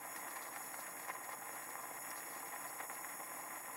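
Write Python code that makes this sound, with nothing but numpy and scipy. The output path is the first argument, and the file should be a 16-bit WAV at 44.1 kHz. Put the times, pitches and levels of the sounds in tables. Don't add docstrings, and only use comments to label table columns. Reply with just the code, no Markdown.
import sys
import numpy as np
from scipy import signal
from scipy.fft import rfft, irfft
from scipy.io import wavfile
from scipy.ndimage import uniform_filter1d

SR = 44100
rng = np.random.default_rng(int(sys.argv[2]) if len(sys.argv) > 2 else 0)


def unload_wav(signal):
    wavfile.write(
        sys.argv[1],
        SR,
        np.round(np.clip(np.atleast_2d(signal).T, -1, 1) * 32767).astype(np.int16),
    )


N = 165816
SIZE = 8192
FREQ = np.maximum(np.fft.rfftfreq(SIZE, 1 / SR), 1)
T = np.arange(N) / SR
FLUTTER_HZ = 169.2

# (frequency [Hz], relative density [dB per Hz])
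ROAR_COLOUR = [(94, -41.5), (160, -15.5), (200, -12.5), (250, -10), (335, -7.5), (422, -13.5), (458, -9),
               (498, -12), (619, -4), (800, -2), (1030, -1.5), (1530, -11), (1900, -5), (2180, -7),
               (2330, -13.5), (2830, -18), (3070, -27), (3370, -17), (4200, -31), (5460, -50), (9240, -120)]


def undb(db):
    return 10 ** (np.asarray(db) / 20)


def level(x, db):
    rms = np.sqrt(np.mean(x ** 2))
    return x * undb(db) / rms


def curve(points):
    time_s, db = np.array(points).T
    return np.interp(T, time_s, db)


def colour(points):
    hz, db = np.array(points).T
    return undb(np.interp(np.log(FREQ), np.log(hz), db))


def band(low_hz, high_hz):
    low_cut = 1 / np.hypot(1, (low_hz / FREQ) ** 4)
    high_cut = 1 / np.hypot(1, (FREQ / high_hz) ** 4)
    return low_cut * high_cut


def tilt(db_per_octave):
    return undb(db_per_octave * np.log2(FREQ / 1000))


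def resonance(hz, width_hz):
    return 1 / (1 + 1j * (FREQ ** 2 - hz ** 2) / (FREQ * width_hz))


def impulse(gain):
    cepstrum = irfft(np.log(np.abs(gain) + 1e-6))
    cepstrum[1:SIZE // 2] *= 2
    cepstrum[SIZE // 2 + 1:] = 0
    return irfft(np.exp(rfft(cepstrum)))


def through(x, response):
    return signal.fftconvolve(x, response)[:N]


def walk(rate_hz):
    hold = max(int(SR / rate_hz), 1)
    steps = np.repeat(rng.standard_normal(N)[:N // hold + 1], hold)
    smooth = uniform_filter1d(uniform_filter1d(steps, hold), hold)
    return level(smooth[:N], 0)


def pops(rate_per_s, spread_db):
    fires = rng.random(N) < rate_per_s / SR
    size_db = spread_db * np.minimum(rng.exponential(size=N), 4)
    return fires * undb(size_db) * rng.choice([-1, 1], N)


def add(out, start_s, sound, peak_db):
    i = max(int(start_s * SR), 0)
    scaled = sound * undb(peak_db) / np.abs(sound).max()
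    out[i:i + len(sound)] += scaled[:N - i]


def turbulence():
    # (centre [s], Gaussian half length [s], change [dB])
    flare_table = [(0.08, 0.047, -1), (0.166, 0.018, 6), (0.308, 0.0067, 5), (0.366, 0.0072, 7),
                   (.503, 0.0056, -10), (0.567, 0.017, 4), (0.636, 0.0051, -1.5), (0.702, 0.014, -4),
                   (.742, 0.0077, 4), (.869, 0.0066, 5.5), (1.096, 0.01, 7.5), (1.325, 0.014, 4),
                   (1.366, 0.011, -3.5), (1.588, 0.039, 2.5), (1.747, 0.013, 1.5), (2.001, 0.013, -7),
                   (2.194, 0.1, 1.5), (2.414, 0.016, 1), (2.538, 0.013, 3.5), (2.66, 0.014, 0.5),
                   (2.712, .012, -2), (2.807, 0.0075, 7.5), (2.832, .015, 0.5), (2.883, 0.0096, -8),
                   (2.902, 0.006, 4), (3.043, 0.0062, 0), (3.534, 0.017, 3)]
    flutter_db = 1.35
    flares_db = sum(db * np.exp(-.5 * ((T - centre_s) / half_s) ** 2)
                    for centre_s, half_s, db in flare_table)
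    return flutter_db * walk(FLUTTER_HZ) + flares_db


def roar(effort_db):
    # (low edge [Hz], high edge [Hz], pop spread [dB], own flutter [dB], share of common effort [1])
    registers = [(150, 557, 2, 1.5, 0.22), (516, 1440, 3.5, 1.5, 0.53), (1410, 3380, 2.4, 1.5, 0.9)]
    pops_per_s, roar_db = 3200, -51.5
    out = np.zeros(N)
    for low_hz, high_hz, spread_db, own_db, share in registers:
        flutter_db = share * effort_db + own_db * walk(FLUTTER_HZ)
        pulses = level(pops(pops_per_s, spread_db) * undb(flutter_db), 0)
        out += through(pulses, impulse(colour(ROAR_COLOUR) * band(low_hz, high_hz)))
    return level(out, roar_db)


def sputters():
    # (peak time [s], peak level before trim [dB], brightness [dB per octave])
    sputter_table = [(0.052, -35.5, -7), (0.1626, -36, 17), (.1714, -40, 2), (0.2334, -34, 2),
                     (0.3288, -38, 1), (0.363, -34, 2), (.4093, -35, -5), (0.5624, -32, 7),
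                     (0.7428, -32.5, 0.5), (.8698, -35.5, 7), (1.0847, -34, -6), (1.0964, -36, 1),
                     (1.1002, -28.5, 0), (1.2919, -33, -7), (1.3351, -35, -10), (1.4935, -31, -3.5),
                     (1.5063, -41, 2), (1.6914, -34, -6), (1.7172, -42, 6), (1.7554, -29, -2),
                     (1.7907, -38, -5), (1.913, -36, -12), (1.9872, -35.5, -4), (2.0996, -36, -3),
                     (2.115, -36, 16), (2.1591, -34, -1.5), (2.5365, -35, -1), (2.562, -32, 4),
                     (2.6518, -37, -4), (2.6649, -36, 5), (2.8021, -33, -5), (2.8087, -36, -9),
                     (2.8317, -40, -6), (2.899, -31, 4.5), (2.9025, -34, -5), (3.0467, -31, 3.5),
                     (3.2327, -40, 9), (3.319, -33.5, -1), (3.5521, -35, 1), (3.6835, -35, 1)]
    trim_db, low_hz, high_hz = -3.5, 530, 2395
    out = np.zeros(N)
    body = colour(ROAR_COLOUR) * band(low_hz, high_hz)
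    for peak_s, db, bright_db in sputter_table:
        pop = impulse(body * tilt(bright_db))
        rise_s = np.abs(pop).argmax() / SR
        add(out, peak_s - rise_s, pop, db + trim_db)
    return out


def sizzle(effort_db):
    # (frequency [Hz], relative density [dB per Hz])
    sizzle_colour = [(2500, -26), (3900, 1.5), (4600, 3.5), (5500, 1.5), (6800, 3), (7400, -30), (9000, 0),
                     (15000, -14)]
    # (time [s], level [dB])
    sizzle_level = [(0, -68), (.5, -66.5), (1.2, -70), (1.8, -71.5), (2.6, -68.5), (3.1, -74), (3.7, -70)]
    surge_hz, surge_db = 54.9, 4
    follow = 1.07
    strength_db = follow * effort_db + surge_db * walk(surge_hz)
    pulses = pops(rate_per_s=10000, spread_db=2) * undb(strength_db)
    fizz = level(through(pulses, impulse(colour(sizzle_colour))), 0)
    return fizz * undb(curve(sizzle_level))


def flame():
    # (frequency [Hz], width [Hz], gain re direct sound [dB])
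    bench_modes = [(455, 25, -16), (1015.5, 26, -3), (1176, 37, -20.5), (1426, 22, -4), (1632, 33, -2),
                   (1700, 26, -8), (1878, 43, -2.5), (2180, 71, -14.5), (2477, 22, -8)]
    effort_db = turbulence()
    modes = sum(undb(db) * resonance(hz, width_hz) for hz, width_hz, db in bench_modes)
    bench = irfft(1 + modes)
    return through(roar(effort_db) + sputters(), bench) + sizzle(effort_db)


def workshop(x):
    t60_s, tail_db, delay_s = 0.055, -10.5, .003
    t = T[:SIZE]
    decay = np.exp(-np.log(1000) * t / t60_s)
    tail = rng.standard_normal(SIZE) * decay * (t > delay_s)
    return x + undb(tail_db) * through(x, tail / np.linalg.norm(tail))


def jet():
    # (frequency [Hz], width before narrowing [Hz], relative gain [dB])
    jet_modes = [(5463, 270, -8), (6620, 233, -6), (6860, 176, 1), (7105, 75, -3), (7815, 265, -3.5),
                 (8060, 102, -3.5), (8830, 480, -10.5), (9390, 450, -6), (9790, 330, -2),
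                 (10340, 680, -2.5), (11160, 840, -5.5), (11240, 310, -0.5), (11590, 490, -3),
                 (12550, 1100, -7.5), (12940, 660, -12.5), (14000, 1900, -11), (15400, 450, -7),
                 (15800, 600, -11.5)]
    # (time [s], level before trim and waver [dB])
    hiss_level = [(0.03, -53), (2.8, -51.5), (3.71, -52.5), (3.73, -52.5)]
    trim_db, waver_db, narrowing = 0.66, 0.68, 0.9
    power = 0
    for hz, width_hz, db in jet_modes:
        gain = undb(db) * np.abs(resonance(hz, narrowing * width_hz)) ** 2
        power = power + gain ** 2
    hiss = level(through(rng.standard_normal(N), impulse(np.sqrt(power))), trim_db)
    return hiss * undb(curve(hiss_level) + waver_db * walk(12))


def background():
    # (frequency [Hz], level [dB rms])
    hum_tones = [(115, -86.5), (131, -78.5)]
    # (frequency [Hz], relative density [dB per Hz])
    air_colour = [(15, -6), (40, -28), (70, -17), (100, -13.5), (140, -3), (220, -5.5), (500, -27),
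                  (2000, -33)]
    waver_db, air_db = 1, -79
    hum = np.zeros(N)
    for hz, db in hum_tones:
        tone = np.sin(2 * np.pi * hz * T + .5 * walk(5.86))
        hum += level(tone * undb(waver_db * walk(10)), db)
    air = through(rng.standard_normal(N), impulse(colour(air_colour)))
    return hum + level(air, air_db)


def ticks():
    # (frequency [Hz], width before cubing [Hz], relative gain [dB])
    glass_modes = [(5500, 1050, 4), (9000, 1600, -1), (11300, 3000, -1.5), (14100, 2200, -9)]
    # (start [s], peak level [dB], brightness [dB per octave], burst decay constant [s])
    tick_table = [(0.156, -45, -1, .0004), (0.163, -35.5, 0, 0.00052), (.56, -48, -8, .0015),
                  (1.083, -47, 1, .001), (1.091, -45, -2, .0009), (2.1048, -35.5, 4, 0.0028),
                  (2.112, -40, -1, 0.0036)]
    out = np.zeros(N)
    ring = sum(undb(db) * np.abs(resonance(hz, width_hz)) ** 3 for hz, width_hz, db in glass_modes)
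    for start_s, db, bright_db, decay_s in tick_table:
        crack = rng.standard_normal(SIZE) * np.exp(-T[:SIZE] / decay_s)
        add(out, start_s, through(crack, impulse(ring * tilt(bright_db))), db)
    return out


def scene():
    return (workshop(flame()) + ticks() + jet() + background())[None]


def record(dry):
    top_hz = 15750
    low_pass = signal.ellip(12, .1, 80, top_hz, fs=SR, output="sos")
    return signal.sosfilt(low_pass, dry)


dry = scene()
out = record(dry)
unload_wav(out)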